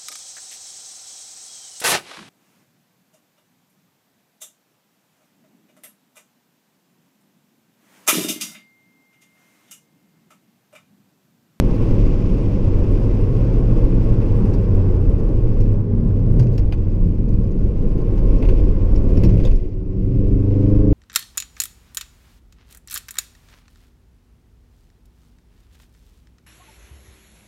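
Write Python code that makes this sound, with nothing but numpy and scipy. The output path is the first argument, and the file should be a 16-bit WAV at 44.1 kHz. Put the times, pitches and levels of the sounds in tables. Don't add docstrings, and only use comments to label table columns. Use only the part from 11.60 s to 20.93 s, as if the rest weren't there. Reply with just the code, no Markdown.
import sys
import numpy as np
from scipy import signal
from scipy.fft import rfft, irfft, next_fast_len
from scipy.io import wavfile
from scipy.ndimage import uniform_filter1d

SR = 44100
rng = np.random.default_rng(int(sys.argv[2]) if len(sys.argv) > 2 else 0)


def field_ratio(decibels):
    return 10 ** (np.asarray(decibels, dtype=float) / 20)


def to_wav(sig):
    pcm = np.clip(np.atleast_2d(sig), -1, 1) * 32767
    pcm = np.round(pcm).astype(np.int16)
    wavfile.write(sys.argv[1], SR, pcm.T)


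N = 411453


def in_time(rows):
    s, *columns = np.transpose(rows)
    return [np.interp(np.arange(N) / SR, s, column) for column in columns]


def rms_one(x):
    return x / np.sqrt(np.mean(x ** 2) + 1e-20)


def drift(rate):
    step = 40
    r = np.exp(-2 * np.pi * rate * step / SR)
    noise = rng.standard_normal(N // step + 2002)
    slow = signal.lfilter([1], [1, -2 * r, r * r], noise)[2000:]
    return np.interp(np.arange(N) / step, np.arange(len(slow)), rms_one(slow))


def resonances(x, peaks):
    out = 0
    for k, (hz, width_hz, level_db) in enumerate(peaks):
        r = np.exp(-np.pi * width_hz / SR)
        a = [1, -2 * r * np.cos(2 * np.pi * hz / SR), r * r]
        b = [(1 - r * r) / 2, 0, (r * r - 1) / 2]
        out = out + (-1) ** k * field_ratio(level_db) * signal.lfilter(b, a, x)
    return out


THROTTLE_OPENS_S = 8.08


def rise(shut_db, open_db, rise_s):
    since = np.maximum(np.arange(N) / SR - THROTTLE_OPENS_S, 0)
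    return open_db + (shut_db - open_db) * np.exp(-since / rise_s)


# time in seconds, firings per second, firing tone in dB.
ENGINE_COURSE = [(0, 115, -27), (.36, 102, -27), (.9, 85, -26), (1.2, 91, -20), (1.53, 112, -25),
                 (1.7, 120, -22.5), (2.5, 111.5, -21.5), (2.8, 103, -22), (3.15, 93.5, -18.5),
                 (3.55, 88, -22), (3.75, 100, -32), (3.92, 109, -25), (4.57, 96, -20), (5.3, 93, -23),
                 (5.6, 92, -32), (6.3, 91, -32), (6.6, 91, -22), (7.8, 89, -23), (8.1, 91.8, -36),
                 (8.31, 93.8, -30), (8.89, 99.8, -16), (9.33, 104.7, -17)]
# multiple of the firing rate, relative level in dB.
EXHAUST_ORDERS = [(.25, 0), (.5, 4), (1.25, 2), (2, 0), (3, -8)]
# multiple of the firing rate, relative level in dB.
BOOST_ORDERS = [(1.75, -13), (2.75, -1), (3, -6), (3.75, -15), (4, -13), (4.25, -13), (5, -12), (6, -23),
                (7, -39)]
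# multiple of the firing rate, level in dB.
STEADY_ORDERS = [(3.25, -39), (4, -37.5)]
# level with throttle shut in dB, level when open in dB, rise time in seconds.
EXHAUST_RISE = (-48, -26.5, .22)
# level with throttle shut in dB, level when open in dB, rise time in seconds.
BOOST_RISE = (-56, -9, .85)


def engine():
    firings, tone_db = in_time(ENGINE_COURSE)
    exhaust_db, boost_db = rise(*EXHAUST_RISE), rise(*BOOST_RISE)
    overrun = np.clip((-36 - exhaust_db) / 8, 0, 1)
    wander = 1 + (.002 + .005 * overrun) * drift(8)
    phase = 2 * np.pi * np.cumsum(firings * wander) / SR
    waver_db = 1.5 * overrun * drift(9.8)
    out = np.sin(phase) * field_ratio(tone_db + waver_db)
    steady_db = -5 * overrun
    groups = ((EXHAUST_ORDERS, exhaust_db), (BOOST_ORDERS, boost_db), (STEADY_ORDERS, steady_db))
    for orders, load_db in groups:
        for multiple, level_db in orders:
            level = field_ratio(load_db + level_db + 1.7 * drift(6))
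            out += level * np.sin(multiple * phase + multiple ** 2)
    return np.sqrt(2) * out


# centre in Hz, width in Hz, lift in dB (negative dips).
CABIN = [(26.8, 39, 5), (129, 31, 7), (177.2, 16, 4.5), (232, 23, -9.5), (1088, 30, 4.5), (2056, 85, 6),
         (2670, 120, 2), (4910, 230, 3), (5430, 130, 4.5)]


def cabin_noise(spectrum, flicker_db, rate, edge_db):
    size = next_fast_len(N)
    hz = np.arange(1, size // 2 + 2) * SR / size
    at, level_db = np.transpose(spectrum)
    shape_db = np.interp(np.log(hz), np.log(at), level_db)
    outside = np.maximum(np.log2(at[0] / hz), 0) + np.maximum(np.log2(hz / at[-1]), 0)
    shape_db -= edge_db * outside
    for centre_hz, width_hz, lift_db in CABIN:
        shape_db += lift_db / (1 + (2 * (hz - centre_hz) / width_hz) ** 2)
    noise = irfft(rfft(rng.standard_normal(size)) * field_ratio(shape_db), size)[:N]
    return rms_one(noise * field_ratio(flicker_db * drift(rate)))


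def steadied(x, share):
    swell = np.sqrt(uniform_filter1d(x ** 2, size=3000) + .02)
    return rms_one(x / swell ** share)


def patchy(x, edges_hz, flicker_db, rate):
    spectrum, hz = rfft(x), np.arange(N // 2 + 1) * SR / N
    together = drift(rate)
    out = 0
    for low, high in zip(edges_hz, edges_hz[1:]):
        band = irfft(spectrum * (hz >= low) * (hz < high), N)
        out = out + band * field_ratio(flicker_db * (drift(rate) + 0.48 * together))
    return out


# time in seconds, then wind hiss, tyre roar, body shake and floor boom, all in dB.
ROAD = [(0.03, -51, -25, -17, -19), (0.26, -51, -25.5, -19, -19.5), (0.36, -50, -25, -12.5, -18.5),
        (0.73, -52, -26.5, -17, -20.5), (2.25, -54, -25, -15, -22), (2.77, -54, -26, -14, -21),
        (2.79, -54.5, -26, -18, -17.5), (3.59, -58.5, -27.5, -15.5, -24), (4.13, -59, -28.5, -14, -21),
        (4.21, -64, -33, -22.5, -22.5), (4.62, -61, -28.5, -14, -20.5), (4.86, -60, -26, -18, -19.5),
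        (5.11, -62, -32, -17, -27), (5.68, -63, -31.5, -16.5, -20), (6.46, -59, -29, -17, -23.5),
        (6.98, -53.5, -24.5, -11.5, -22.5), (7.18, -57.5, -30.5, -16.5, -23),
        (7.41, -57.5, -26, -13.5, -23.5), (7.75, -51.5, -23, -12.5, -14), (7.95, -59, -33.5, -17.5, -28.5),
        (8.24, -69, -39.5, -24.5, -32), (8.55, -62, -32.5, -18.5, -21.5), (9.07, -57.5, -30, -18.5, -39),
        (9.3, -59.5, -36.5, -15.5, -22)]
# mean level in dB, share of the wind's swing, share of the roar's swing.
SIZZLE_FOLLOWS = (-74.5, .1, 0.92)


def sizzle_level():
    mean_db, wind_share, roar_share = SIZZLE_FOLLOWS
    wind_db, roar_db = in_time(ROAD)[:2]
    return mean_db + wind_share * (wind_db - wind_db.mean()) + roar_share * (roar_db - roar_db.mean())


# time in seconds, level in dB.
ROAD_HISS_LEVEL = [(0.03, -43.5), (0.83, -45.5), (2.53, -45), (2.77, -44), (4.34, -51), (4.7, -50.5),
                   (5.3, -54.5), (6.15, -53), (6.56, -49), (7.72, -48.5), (8.01, -60.5), (8.45, -59),
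                   (8.96, -51), (9.3, -50.5)]
# jolt rate per second, then swing of shake, boom, roar, hisses and sizzle in dB.
JOLTS = (10, 2.08, 0.9, 0.58, 0.35, 1.3)
# frequency in Hz, relative level in dB per Hz.
SHAKE = [(4.7, -31), (8.0, -6.5), (32, 0), (43, 0), (65, -15), (75, -9), (98, -30), (160, -120)]
# frequency in Hz, relative level in dB per Hz.
BOOM = [(35, -42), (60, -15.5), (102, 0.5), (126, -9.5), (150, -9.5), (181, -7), (230, -5), (300, -28.5),
        (510, -120)]
# frequency in Hz, relative level in dB per Hz.
ROAR = [(120, -27), (200, -17.5), (221, 2.5), (366, -3.5), (433, -5.5), (469, -5), (552, -11), (733, -27),
        (800, -43), (1040, -62.5), (1760, -120)]
# frequency in Hz, relative level in dB per Hz.
ROAD_HISS = [(410, -25.5), (700, -7), (767, 4.5), (1080, 2), (1320, -6), (1500, -6), (1900, -14.5),
             (2470, -42.5), (4180, -120)]
# frequency in Hz, relative level in dB per Hz.
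WIND_HISS = [(1000, -44), (1700, -15), (1890, -5), (2050, -5.5), (2220, -3), (2430, 0), (3840, -12.5),
             (4840, -12), (5490, -13.5), (5960, -14.5), (9000, -28.5), (11700, -47.5), (19800, -120)]
# frequency in Hz, relative level in dB per Hz.
SIZZLE = [(4710, -31.5), (8000, -2), (8760, -2.5), (11600, -3.5), (13400, -5.5), (14400, -4.5),
          (15200, -11)]


def road_and_wind():
    wind_db, roar_db, shake_db, boom_db = in_time(ROAD)
    road_hiss_db, = in_time(ROAD_HISS_LEVEL)
    rate, shake_swing, boom_swing, roar_swing, hiss_swing, sizzle_swing = JOLTS
    jolt = drift(rate)

    shake = steadied(cabin_noise(SHAKE, flicker_db=-2.0, rate=2.1, edge_db=26.5), share=1.0)
    boom = steadied(cabin_noise(BOOM, flicker_db=-0.86, rate=10.0, edge_db=36.0), share=0.36)
    roar = cabin_noise(ROAR, flicker_db=0.08, rate=90, edge_db=45.5)
    road_hiss = cabin_noise(ROAD_HISS, flicker_db=0.6, rate=11, edge_db=40.5)
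    wind_hiss = cabin_noise(WIND_HISS, flicker_db=0.92, rate=48, edge_db=48.5)
    sizzle = cabin_noise(SIZZLE, flicker_db=1.2, rate=6, edge_db=38)
    sizzle = patchy(sizzle, [0, 9500, 11000, 12500, 14000, SR], flicker_db=2.5, rate=40)

    out = field_ratio(shake_db + shake_swing * jolt) * shake
    out += field_ratio(boom_db + boom_swing * drift(rate)) * boom
    out += field_ratio(roar_db + roar_swing * jolt) * roar
    out += field_ratio(road_hiss_db + hiss_swing * jolt) * road_hiss
    out += field_ratio(wind_db + hiss_swing * jolt) * wind_hiss
    out += field_ratio(sizzle_level() + sizzle_swing * jolt) * sizzle
    return out


# start in seconds, strength in dB, Hz that the blow drives most, reach in octaves.
BUMPS = [(4.599, -15, 122, .3), (4.786, -3, 122, .4), (4.981, -4.5, 47, 0.49), (7.631, -7.5, 135, 1.4),
         (7.848, 3, 22.9, .4), (7.85, -13.5, 530, .4)]
# frequency in Hz, relative level in dB, time to fall by 60 dB in seconds.
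BODY = [(22.6, -6.5, 1), (47, .8, .47), (122, -2, 0.64), (183, -4, 0.23), (332, -3.5, 0.26), (514, -5, 0.1)]


def bumps():
    out, t = np.zeros(N + SR), np.arange(SR) / SR
    for s, strength_db, drive_hz, reach in BUMPS:
        at = round(s * SR)
        for hz, level_db, t60 in BODY:
            reached_db = strength_db + level_db - 6 * (np.log2(hz / drive_hz) / reach) ** 2
            build = 1 - np.exp(-1.5 * hz * t)
            out[at:at + SR] += np.sin(2 * np.pi * hz * t) * field_ratio(reached_db - 60 * t / t60) * build
    return out[:N]


def burst(strength_db):
    t = np.arange(round(.25 * SR)) / SR
    crack_db = np.clip(1.6 * (strength_db + 40.5), -12, 14)
    body = field_ratio(-60 * t / 0.078) * np.minimum(t / 0.003, 1)
    crack = field_ratio(crack_db - 60 * t / 0.008) * np.minimum(t / 0.0014, 1)
    return rng.standard_normal(len(t)) * (body + crack)


# start in seconds, strength in dB, dull part and treble part in dB against the strength
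# (each before a fixed boost), Hz that the knock drives most.
RATTLES = [(2.614, -50, 7, -23, 5400), (2.9355, -40.5, -11, -24, 6400), (4.0035, -44, -4, -11, 4800),
           (4.795, -35.5, -4.5, -24, 6400), (4.8252, -43, -1, -19, 4800), (4.866, -46, -1, -35, 4800),
           (4.978, -38, -1.5, -11, 5400), (5.122, -41.5, 8.5, -33, 2350), (5.172, -56, -5, -30, 3580),
           (6.575, -46, 0, -16, 4800), (6.782, -50, -15, -29, 4800), (6.823, -49, 14.5, -21, 2350),
           (6.847, -52, 14, -20, 2350), (6.8854, -44, 10, -28, 2350), (7.356, -43, -1, -16, 5400),
           (7.5695, -41, 1, -22, 5400), (7.634, -36, 0, -8, 5400), (7.6474, -39, -2, -15.5, 5400),
           (7.6912, -39, -1, -19, 4800), (7.798, -48.5, 8, -12, 2350), (7.836, -42.5, 0, -18.5, 2350),
           (7.8496, -36.5, -4, -11, 3580), (7.868, -47, 10, -22, 5400), (7.91, -46, 2, -12, 2350),
           (7.955, -47, -4, -10, 6400)]
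# frequency in Hz, width in Hz, level in dB.
TRIM_DULL = [(790, 300, 6), (1070, 280, 4), (1510, 260, -2), (2030, 180, 0), (2530, 300, 0),
             (3700, 400, -14)]
# frequency in Hz, width in Hz, level in dB.
TRIM_BRIGHT = [(3820, 370, -2), (4850, 480, 4), (5690, 360, -3), (6400, 370, 2), (7900, 1600, -17)]
# frequency in Hz, width in Hz, level in dB.
TRIM_TREBLE = [(9900, 1100, 0.0022), (13500, 1800, 0.0077)]
# frequency in Hz, width in Hz, level in dB.
TRIM_MODES = [(2350, 300, 11), (3580, 300, 12), (4800, 500, 3.5), (5400, 300, 9.5), (6400, 500, 7)]


def rattles():
    mode_spread_db, reach_octaves = 2, 0.18
    parts, ringing = np.zeros((3, N + SR)), np.zeros(N + SR)
    for s, strength_db, dull_db, treble_db, drive_hz in RATTLES:
        knock, at = burst(strength_db), round(s * SR)
        end = at + len(knock)
        part_db = strength_db + np.array([[dull_db + 11.0], [3], [treble_db + 1.5]])
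        parts[:, at:end] += field_ratio(part_db) * knock
        modes = []
        for hz, width_hz, level_db in TRIM_MODES:
            missed_db = 6 * min((np.log2(hz / drive_hz) / reach_octaves) ** 2, 4.0)
            chance_db = mode_spread_db * rng.standard_normal()
            modes.append((hz, width_hz, strength_db + level_db + chance_db - missed_db))
        ringing[at:end] += resonances(knock, modes)

    born = rng.random(N) < 22 * field_ratio(4 * drift(1.5)) / SR
    sizes = field_ratio(sizzle_level() + 1.5 + 2.5 * np.minimum(rng.exponential(1, N), 3))
    swell = np.hanning(round(0.027 * SR))
    ticks = signal.fftconvolve(born * sizes, swell)[:N] * rng.standard_normal(N)
    dull, bright, treble = parts[:, :N] + ticks * np.array([[3], [3], [.9]]) + 1e-18
    trim = resonances(dull, TRIM_DULL) + resonances(bright, TRIM_BRIGHT) + resonances(treble, TRIM_TREBLE)
    return trim + ringing[:N]


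# time in seconds, frequency in Hz, level in dB.
HUMS = [
    [(2.9, 124.5, -46), (3.1, 122.6, -30), (3.7, 118.7, -27), (3.95, 111, -24.5)],
    [(3.2, 151.4, -34), (3.4, 153.5, -39.5), (4.4, 161.6, -36), (5.3, 167.1, -35.5), (5.5, 172, -22.5),
     (5.7, 177, -55)],
    [(3.9, 234.7, -40), (4.4, 232, -30), (5.0, 225.6, -45.5), (5.6, 228, -33), (6.3, 230.3, -57)],
    [(6.0, 1047, -85), (6.3, 1047, -57), (6.8, 1090, -53.5), (7.0, 1114, -70)],
]


def hums():
    out, t = 0, np.arange(N) / SR
    for rows in HUMS:
        hz, level_db = in_time(rows)
        phase = 2 * np.pi * np.cumsum(hz * (1 + .012 * drift(8))) / SR
        inside_s = np.minimum(t - rows[0][0], rows[-1][0] - t)
        fade = np.clip(inside_s / 0.032, 0, 1)
        out = out + fade * field_ratio(level_db + 2.7 * drift(6.9)) * np.sin(phase)
    return np.sqrt(2) * out


def scene():
    return (engine() + road_and_wind() + bumps() + rattles() + hums())[None]


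def limiter(x, ceiling_db, release_db_s, attack_s):
    ramp = release_db_s * np.arange(N) / SR
    over_db = np.maximum(20 * np.log10(np.abs(x) + 1e-9) - ceiling_db, 0)
    held_db = np.maximum.accumulate(over_db + ramp) - ramp
    r = np.exp(-1 / (attack_s * SR))
    return x * field_ratio(-signal.lfilter([1 - r], [1, -r], held_db))


def roll_off(x):
    return signal.sosfilt(signal.butter(12, 15340, fs=SR, output="sos"), x)


def record(dry):
    even = limiter(dry[0], ceiling_db=-2.5, release_db_s=27.5, attack_s=0.0013)[None]
    top = 4.2
    rounded = top * np.tanh(even / top)
    low_pass = signal.cheby2(12, 40, 15500, fs=SR, output="sos")
    return roll_off(signal.sosfilt(low_pass, rounded))


dry = scene()
out = record(dry)
to_wav(out)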